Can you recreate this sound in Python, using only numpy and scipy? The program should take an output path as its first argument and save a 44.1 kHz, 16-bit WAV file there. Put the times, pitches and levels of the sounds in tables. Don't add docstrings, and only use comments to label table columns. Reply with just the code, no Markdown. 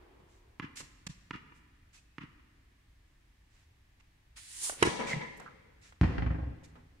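import sys
import numpy as np
from scipy import signal
from scipy.fft import rfft, irfft
from scipy.io import wavfile

SR = 44100
rng = np.random.default_rng(int(sys.argv[2]) if len(sys.argv) > 2 else 0)


def output_pcm(signal):
    pcm = np.clip(np.atleast_2d(signal).T, -1, 1) * 32767
    wavfile.write(sys.argv[1], SR, np.round(pcm).astype(np.int16))


N = 308700

# frequency_hz, coherence
EAR_COHERENCE = [(80, 1), (140, 0.97), (280, .65), (520, 0.017), (8000, .05)]
# frequency_hz, t60_s
REVERB_TIMES = [(60, 2.3), (150, 1.71), (400, 1.76), (1000, 1.39), (2000, 1.625), (4000, 1.28),
                (8000, 0.89), (15000, 0.97)]
# delay_s, level_db
RIBBED_WALL_ECHOES = [(.027, -6), (0.033, -6), (.0405, -14.5)]
# frequency_hz, level_db
VENTILATION_SPECTRUM = [(12, -40), (20, -6.5), (55, -2.5), (107, -9.5), (193, -24), (301, -21.5),
                        (459, -32.5), (1120, -30.5), (1400, -33), (1710, -27), (2200, -29), (2600, -31.5),
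                        (6720, -41), (7520, -41.5), (16000, -50)]
LINGER_SPECTRUM = [(100, -17.5), (350, 9), (620, -2.5), (950, 0.5), (1500, -7.5), (3000, -13),
                   (6000, -33.5)]
# start_s, level_db, centre_hz, decay_s
LIGHT_KNOCKS = [(.168, -55, 267, .0047), (.2, -52, 242, .0042), (.803, -50, 260, .0091),
                (4.696, -30, 836, .004), (5.398, -46.5, 690, .026), (5.923, -52.5, 1000, .0068),
                (6.627, -54.5, 330, .0077), (6.754, -54.5, 706, .029)]
# start_s, level_db, decay_s
HEAVY_STEPS = [(1.067, -40, .0088), (5.135, -39, .028)]
# start_s, length_s, level_db, tilt_db_per_octave
SOLE_STROKES = [(.28, .14, -73.5, -.5), (.756, .066, -45.5, 0), (.795, .031, -46, -3.5),
                (1.0655, .013, -38.5, -4), (1.539, .07, -74, 4), (1.928, .08, -59.5, -1.5),
                (3.5, .19, -71.5, -4), (3.997, .02, -64, -7), (4.362, .045, -51, -2.5),
                (5.065, .09, -41, -5), (5.367, .024, -63, 14), (5.397, .01, -55, 1), (5.812, .115, -60, -3),
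                (6.633, .039, -60, -1.5)]
# frequency_hz, level_db
SOLE_SPECTRUM = [(290, -61), (500, -22.5), (761, -21), (1260, -11.5), (2070, -5), (2500, -6.5),
                 (2730, -4.5), (3060, -8.5), (7530, -4), (15100, -29.5), (16000, -73)]
# start_s, level_db, side_echo_delay_s, rebound_db
BALL_BOUNCES = [(0.5979, -19.5, 0.044, -10), (1.3084, -22, 0.043, 3), (2.183, -23.5, .0525, -6.5)]
# pitch_hz, level_db, t60_s
BALL_MODES = [(167, -16, 0.028), (283, -12, 0.026), (1100, -26.5, 0.066), (1780, -24, 0.016),
              (2080, -20, 0.042)]
# frequency_hz, level_db
BALL_SLAP_SPECTRUM = [(80, -10.5), (250, -10), (400, -2), (520, -8), (700, -19), (1000, 10.5), (1400, 3.5),
                      (1900, 3), (2800, 1), (3800, -13), (5500, -19.5), (9000, -35.5), (15000, -48)]
# delay_s, level_db, smear_s, cutoff_hz
FAR_END_ECHO = (.212, -18, .002, 2500)
ROOF_ECHO = (.08, -6.5, .1, 4000)
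# start_s, swell_s, peak_db, final_pitch_hz
SHOE_SQUEAKS = [(1.955, .03, -61, 2400), (5.07, .072, -30.5, 2020)]
# time_s, vigour_db
DRAG_VIGOUR = [(4.355, -77), (4.373, -58), (4.461, -58), (4.609, -45), (4.643, -35), (4.697, -40),
               (4.745, -56)]
# frequency_hz, level_db
SOLE_HISS_SPECTRUM = [(1760, -49.5), (3000, -16), (3600, -14), (4540, -12), (7620, -2), (8340, -4.5),
                      (9530, 0), (12100, -24), (14500, -20), (15300, -35), (16000, -83)]
GRIT_RASP_SPECTRUM = [(600, -36), (1100, -18.5), (1800, -3), (3000, -3.5), (5000, -3.5), (8000, -27.5)]
TOE_RUB_SPECTRUM = [(150, -27), (400, -7), (600, -15.5), (950, -1.5), (1500, -10.5), (3000, -35)]
# frequency_hz, level_db
SWISH_SPECTRUM = [(100, -2.5), (400, 0.5), (800, -7), (1400, -4.5), (2300, 0), (3500, -3), (6000, -11.5),
                  (10000, -21), (15000, -34)]
# start_s, level_db, side_echo_delay_s
SERVE_HIT = (4.8246, -8, .0468)
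# pitch_hz, level_db, t60_s
RACKET_MODES = [(85, -26, .08), (135.4, -18.5, 0.064), (224, -10.5, 0.024), (349.6, -3, 0.032),
                (410, -4.5, 0.03), (571, -18.5, 0.032), (947, -9.5, 0.047), (1066, -8.5, .045),
                (1317, -24, .05), (1680, -11, 0.073), (1990, -13.5, 0.073), (2805, -19, .06),
                (2915, -16, 0.027), (3914, -18, .03)]
# frequency_hz, level_db
CRACK_SPECTRUM = [(120, -22), (250, -5.5), (450, -2.5), (650, -14), (1050, 6.5), (1500, -7.5), (2900, 0),
                  (3600, -12), (5500, -8), (7500, -17), (9700, -12.5), (12000, -34), (16000, -44)]
POP_SPECTRUM = [(60, -15.5), (120, -9), (180, -5), (280, 1), (400, 3), (620, -8), (1000, 1.5), (1350, -11),
                (1900, -3), (2700, -10.5), (4000, -13), (6500, -13.5), (9500, -18.5), (12000, -42.5),
                (16000, -44)]
# delay_s, level_db, smear_s, cutoff_hz
POP_ECHOES = [(.165, -6.5, 0.076, 2250), (.285, -12.5, 0.082, 3650), (.385, -16.5, .03, 2400)]
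# start_s, level_db, centre_hz, width_octaves, decay_s
BALL_LANDING = (5.461, -42.5, 1300, .35, .008)
# pitch_hz, level_db, t60_s
CLADDING_MODES = [(64.4, 0, 0.25), (91.3, -2, 0.15), (115.2, -3, .16), (159.4, -1, 0.077),
                  (249, -2.5, 0.038), (322, -8.5, 0.037)]
# frequency_hz, level_db
CLADDING_SPECTRUM = [(60, -9), (200, 1.5), (340, 1.5), (650, -10.5), (1100, -13), (2000, -15),
                     (2800, -20.5), (3800, -30), (5000, -32), (8000, -44), (14000, -61)]


def amp(db):
    return 10 ** (np.asarray(db) / 20)


def clock(length_s):
    return np.arange(round(length_s * SR)) / SR


def value_at(curve, hz):
    table_hz, values = np.transpose(curve)
    return np.interp(np.log(hz + 1), np.log(table_hz + 1), values)


def add(mix, start_s, sound):
    part = mix[:, max(round(start_s * SR), 0):][:, :sound.shape[-1]]
    part += sound[..., :part.shape[1]]


def lowpass(x, hz):
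    return signal.sosfilt(signal.butter(2, min(hz, .45 * SR), fs=SR, output="sos"), x)


def highpass(x, hz):
    return signal.sosfilt(signal.butter(3, hz, "high", fs=SR, output="sos"), x)


def convolve(x, response):
    return signal.fftconvolve(np.atleast_2d(x), response, axes=1)[:, :N]


def pan(right_db):
    return amp(np.array([[-right_db], [right_db]]) / 2)


def from_right(x, right_db, lead_s):
    t = np.arange(x.shape[-1]) / SR
    left, right = x * pan(right_db)
    return np.array([np.interp(t - lead_s, t, left, left=0), right])


def noise(size, shape_db=lambda hz: 0 * hz):
    hz = np.fft.rfftfreq(size, 1 / SR)
    common, apart = rfft(rng.standard_normal((2, size)))
    coherence = np.clip(value_at(EAR_COHERENCE, hz), 0, 1)
    spectrum = common * np.sqrt(1 + coherence) + np.array([[1], [-1]]) * apart * np.sqrt(1 - coherence)
    x = irfft(spectrum * amp(shape_db(hz)), size)
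    return x / x.std()


def hiss(spectrum, size):
    return noise(size, lambda hz: value_at(spectrum, hz))


def click(spectrum, size):
    hz = abs(np.fft.fftfreq(size, 1 / SR))
    log_gain = np.log(amp(value_at(spectrum, hz)))
    pulse = np.fft.ifft(np.exp(np.conj(signal.hilbert(log_gain)))).real
    return pulse / abs(pulse).max()


def blow(t, rise_s, decay_s):
    return (1 - np.exp(-(t / rise_s) ** 2)) * np.exp(-t / decay_s)


def ring(modes, t):
    return -sum(amp(db - 60 * t / t60) * np.sin(2 * np.pi * hz * t) for hz, db, t60 in modes)


def scatter(envelope):
    return noise(len(envelope)) * envelope / np.linalg.norm(envelope)


def near_walls(x, side_delay_s, side_db, scatter_db, mirror_hz, scatter_hz=750):
    t = clock(.42)
    mirrors = np.zeros((2, len(t)))
    for delay_s, db in RIBBED_WALL_ECHOES + [(side_delay_s, side_db)]:
        add(mirrors, delay_s, amp([db]))
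    bass = from_right(lowpass(mirrors, mirror_hz), right_db=0, lead_s=.0005)
    envelope = blow(np.maximum(t - .017, 0), rise_s=.0088, decay_s=.029)
    treble = highpass(scatter(envelope), scatter_hz)
    return convolve(x, bass + amp(scatter_db) * treble)


def far_walls(x, echoes):
    t, response = clock(.25), np.zeros((2, SR))
    for delay_s, db, smear_s, cutoff_hz in echoes:
        echo = lowpass(scatter(np.exp(-t / smear_s)), cutoff_hz)
        add(response, delay_s, amp(db) * echo)
    return convolve(x, response)


def reverb(x, onset_s=.025):
    t = clock(2)
    hz, age_s, bands = signal.stft(noise(len(t)), SR, nperseg=512)
    bands *= amp(-60 * age_s / value_at(REVERB_TIMES, hz)[:, None])
    response = signal.istft(bands, SR, nperseg=512)[1][:, :len(t)]
    response *= np.clip(2 * t / onset_s - 1, 0, 1)
    return convolve(x, response / np.linalg.norm(response[0]))


def hall_air(ventilation_db=-63.5, linger_db=-61, linger_t60_s=3.04):
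    t = np.arange(N) / SR
    ventilation = amp(ventilation_db) * hiss(VENTILATION_SPECTRUM, N)
    return ventilation + amp(linger_db - 60 * t / linger_t60_s) * hiss(LINGER_SPECTRUM, N)


def knock(db, centre_hz, octaves, decay_s, rise_cycles=.3):
    t = clock(.3)
    band = noise(len(t), lambda hz: -20 * np.log10(1 + (np.log2((hz + 1) / centre_hz) / octaves) ** 4))
    return amp(db) * band * blow(t, rise_cycles / centre_hz, decay_s)


def steps_and_knocks():
    out = np.zeros((2, N))
    for start_s, db, centre_hz, decay_s in LIGHT_KNOCKS:
        add(out, start_s, knock(db, centre_hz, octaves=1.4, decay_s=decay_s))
    for start_s, db, decay_s in HEAVY_STEPS:
        add(out, start_s, knock(db, centre_hz=161, octaves=.4, decay_s=decay_s))
    return out


def grit(size, depth_db=1.5, grain_hz=500):
    grip = lowpass(rng.standard_normal(size), grain_hz)
    gain = amp(depth_db * grip / grip.std())
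    return gain / np.sqrt(np.mean(gain ** 2))


def scuffs(rise_share=.3):
    t, out = clock(.22), np.zeros((2, N))
    for start_s, length_s, db, tilt_db in SOLE_STROKES:
        rise_s = rise_share * length_s
        swell = np.sqrt(np.minimum(t / rise_s, 1))
        fade = np.cos(np.pi / 2 * np.clip((t - rise_s) / (length_s - rise_s), 0, 1))
        rub = noise(len(t), lambda hz: value_at(SOLE_SPECTRUM, hz) + tilt_db * np.log2(hz + 1))
        add(out, start_s, amp(db) * swell * fade * rub * grit(len(t)))
    return out


def bounces(rebound_s=.0019, slap_db=-6, felt_db=-21):
    t, out = clock(.1), np.zeros((2, N))
    slap = click(BALL_SLAP_SPECTRUM, len(t))
    shell = highpass(lowpass(ring(BALL_MODES, t), 2000), 110)
    for start_s, db, side_delay_s, rebound_db in BALL_BOUNCES:
        slaps = np.zeros((2, len(t)))
        add(slaps, 0, -slap)
        add(slaps, rebound_s, amp(rebound_db) * slap)
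        felt = hiss(BALL_SLAP_SPECTRUM, len(t)) * blow(t, rise_s=.0024, decay_s=.0074)
        ball = amp(db) * (shell + amp(slap_db) * slaps + amp(felt_db) * felt)
        early = near_walls(ball, side_delay_s, side_db=2, scatter_db=-1, mirror_hz=315, scatter_hz=910)
        add(out, start_s, ball * pan(right_db=4))
        add(out, start_s, early)
        add(out, start_s + .051, amp(-9) * highpass(ball, 3000))
        add(out, start_s, far_walls(ball, [FAR_END_ECHO]))
        add(out, start_s, amp(-8) * reverb(ball))
    return out


def squeaks(sag_hz=300, glide_s=.033, swell_db=16, release_s=.005, jitter=.034, jitter_hz=300):
    t, out = clock(.15), np.zeros((2, N))
    for start_s, swell_s, db, final_hz in SHOE_SQUEAKS:
        pitch_hz = final_hz + sag_hz * np.exp(-(t / glide_s) ** 2)
        swell = amp(db + swell_db * np.minimum(t / swell_s - 1, 0))
        release = np.exp(-np.maximum(t - swell_s, 0) / release_s)
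        waver = lowpass(rng.standard_normal(len(t)), jitter_hz)
        phase = 2 * np.pi * np.cumsum(pitch_hz * (1 + jitter * waver / waver.std())) / SR
        add(out, start_s, swell * release * grit(len(t), depth_db=4, grain_hz=140) * np.sin(phase))
    return out


def foot_drag(full_vigour_db=-35):
    times_s, vigour_db = np.transpose(DRAG_VIGOUR)
    t, out = clock(times_s[-1] - times_s[0]), np.zeros((2, N))
    vigour = amp(np.interp(t + times_s[0], times_s, vigour_db) - full_vigour_db)
    sole = amp(-33) * vigour * hiss(SOLE_HISS_SPECTRUM, len(t))
    rasp = amp(-49.5) * vigour ** .42 * hiss(GRIT_RASP_SPECTRUM, len(t))
    toe = amp(-53) * vigour ** 1.4 * hiss(TOE_RUB_SPECTRUM, len(t))
    slide = (sole + rasp + toe) * grit(len(t), depth_db=.5, grain_hz=250)
    add(out, times_s[0], slide * signal.windows.tukey(len(t), .04))
    return out


def swing(db=-41.5, rise_s=.025, fall_s=.052):
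    t, out = clock(.3) - .15, np.zeros((2, N))
    envelope = np.exp(-abs(t) / np.where(t < 0, rise_s, fall_s))
    add(out, SERVE_HIT[0] + t[0], amp(db) * hiss(SWISH_SPECTRUM, len(t)) * envelope)
    return out


def serve(contact_s=.00099, crack_peak_s=.0044, crack_width_s=.0022):
    start_s, db, side_delay_s = SERVE_HIT
    t, out = clock(.15), np.zeros((2, N))
    crack = hiss(CRACK_SPECTRUM, len(t)) * np.exp(-((t - crack_peak_s) / crack_width_s) ** 2 / 2)
    strings = highpass(ring(RACKET_MODES, t) * (1 - np.exp(-t / contact_s)), 55)
    burst = hiss(POP_SPECTRUM, len(t)) * blow(t, rise_s=.00091, decay_s=.0056)
    hit = amp(db) * (strings + amp(-8) * crack)
    pop = amp(db) * (amp(-10) * strings + amp(-3) * burst)
    early = near_walls(hit, side_delay_s, side_db=0, scatter_db=-8.5, mirror_hz=290, scatter_hz=600)
    add(out, start_s, from_right(hit, right_db=3.5, lead_s=.0003))
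    add(out, start_s + .0085, amp(-15) * hit)
    add(out, start_s, early)
    add(out, start_s, far_walls(pop, POP_ECHOES))
    add(out, start_s, amp(-7) * reverb(pop))
    return out


def landing(echo_s=.016, echo_db=-1):
    start_s, db, centre_hz, octaves, decay_s = BALL_LANDING
    pock, out = knock(db, centre_hz, octaves, decay_s), np.zeros((2, N))
    add(out, start_s, pock)
    add(out, start_s + echo_s, amp(echo_db) * pock)
    return out


def end_wall(start_s=6.0128, db=-13):
    t, out = clock(.4), np.zeros((2, N))
    boom = amp(db) * highpass(ring(CLADDING_MODES, t) * (1 - np.exp(-t / .002)), 59.4)
    rattle = amp(-15.5) * hiss(CLADDING_SPECTRUM, len(t)) * blow(t, rise_s=.00039, decay_s=.017)
    slap = amp(db) * (rattle - amp(-2.5) * click(CLADDING_SPECTRUM, len(t)))
    swing_back = far_walls(amp(-3) * boom + slap, [(.02, -1, .0083, 6000)])
    flutter = flutter_echo(amp(-8) * boom + slap)
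    roll = amp(-7.5) * convolve(boom, scatter(blow(clock(.55), rise_s=.05, decay_s=.14)))
    tail = reverb(amp(-19) * boom + amp(-.5) * slap)
    for layer in (boom + slap, swing_back, flutter, roll, tail):
        add(out, start_s, layer)
    return out


def flutter_echo(x, first_s=.169, gap_s=.0405, count=9, fall_db_per_s=38, dulling_s=.17):
    age_s = gap_s * np.arange(count)
    level_db = -2.5 - fall_db_per_s * age_s
    smear_s = .003 + .06 * age_s
    cutoff_hz = 4300 * np.exp(-age_s / dulling_s)
    return far_walls(x, zip(first_s + age_s, level_db, smear_s, cutoff_hz))


def scene():
    moves = steps_and_knocks() + scuffs() + foot_drag() + swing() + landing()
    squeal = squeaks()
    direct = (moves + squeal) * pan(right_db=2.5)
    early = near_walls(moves, side_delay_s=.026, side_db=-2.5, scatter_db=-11, mirror_hz=350)
    late = reverb(amp(-13.5) * moves + amp(-14) * squeal) + far_walls(squeal, [ROOF_ECHO])
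    return hall_air() + direct + early + late + bounces() + serve() + end_wall()


def record(dry, ceiling=.56, cutoff_hz=15800):
    limited = ceiling * np.tanh(dry / ceiling)
    band_limit = signal.firwin(511, cutoff_hz, window=("kaiser", 9), fs=SR)
    return signal.oaconvolve(limited, band_limit[None], "same")


dry = scene()
out = record(dry)
output_pcm(out)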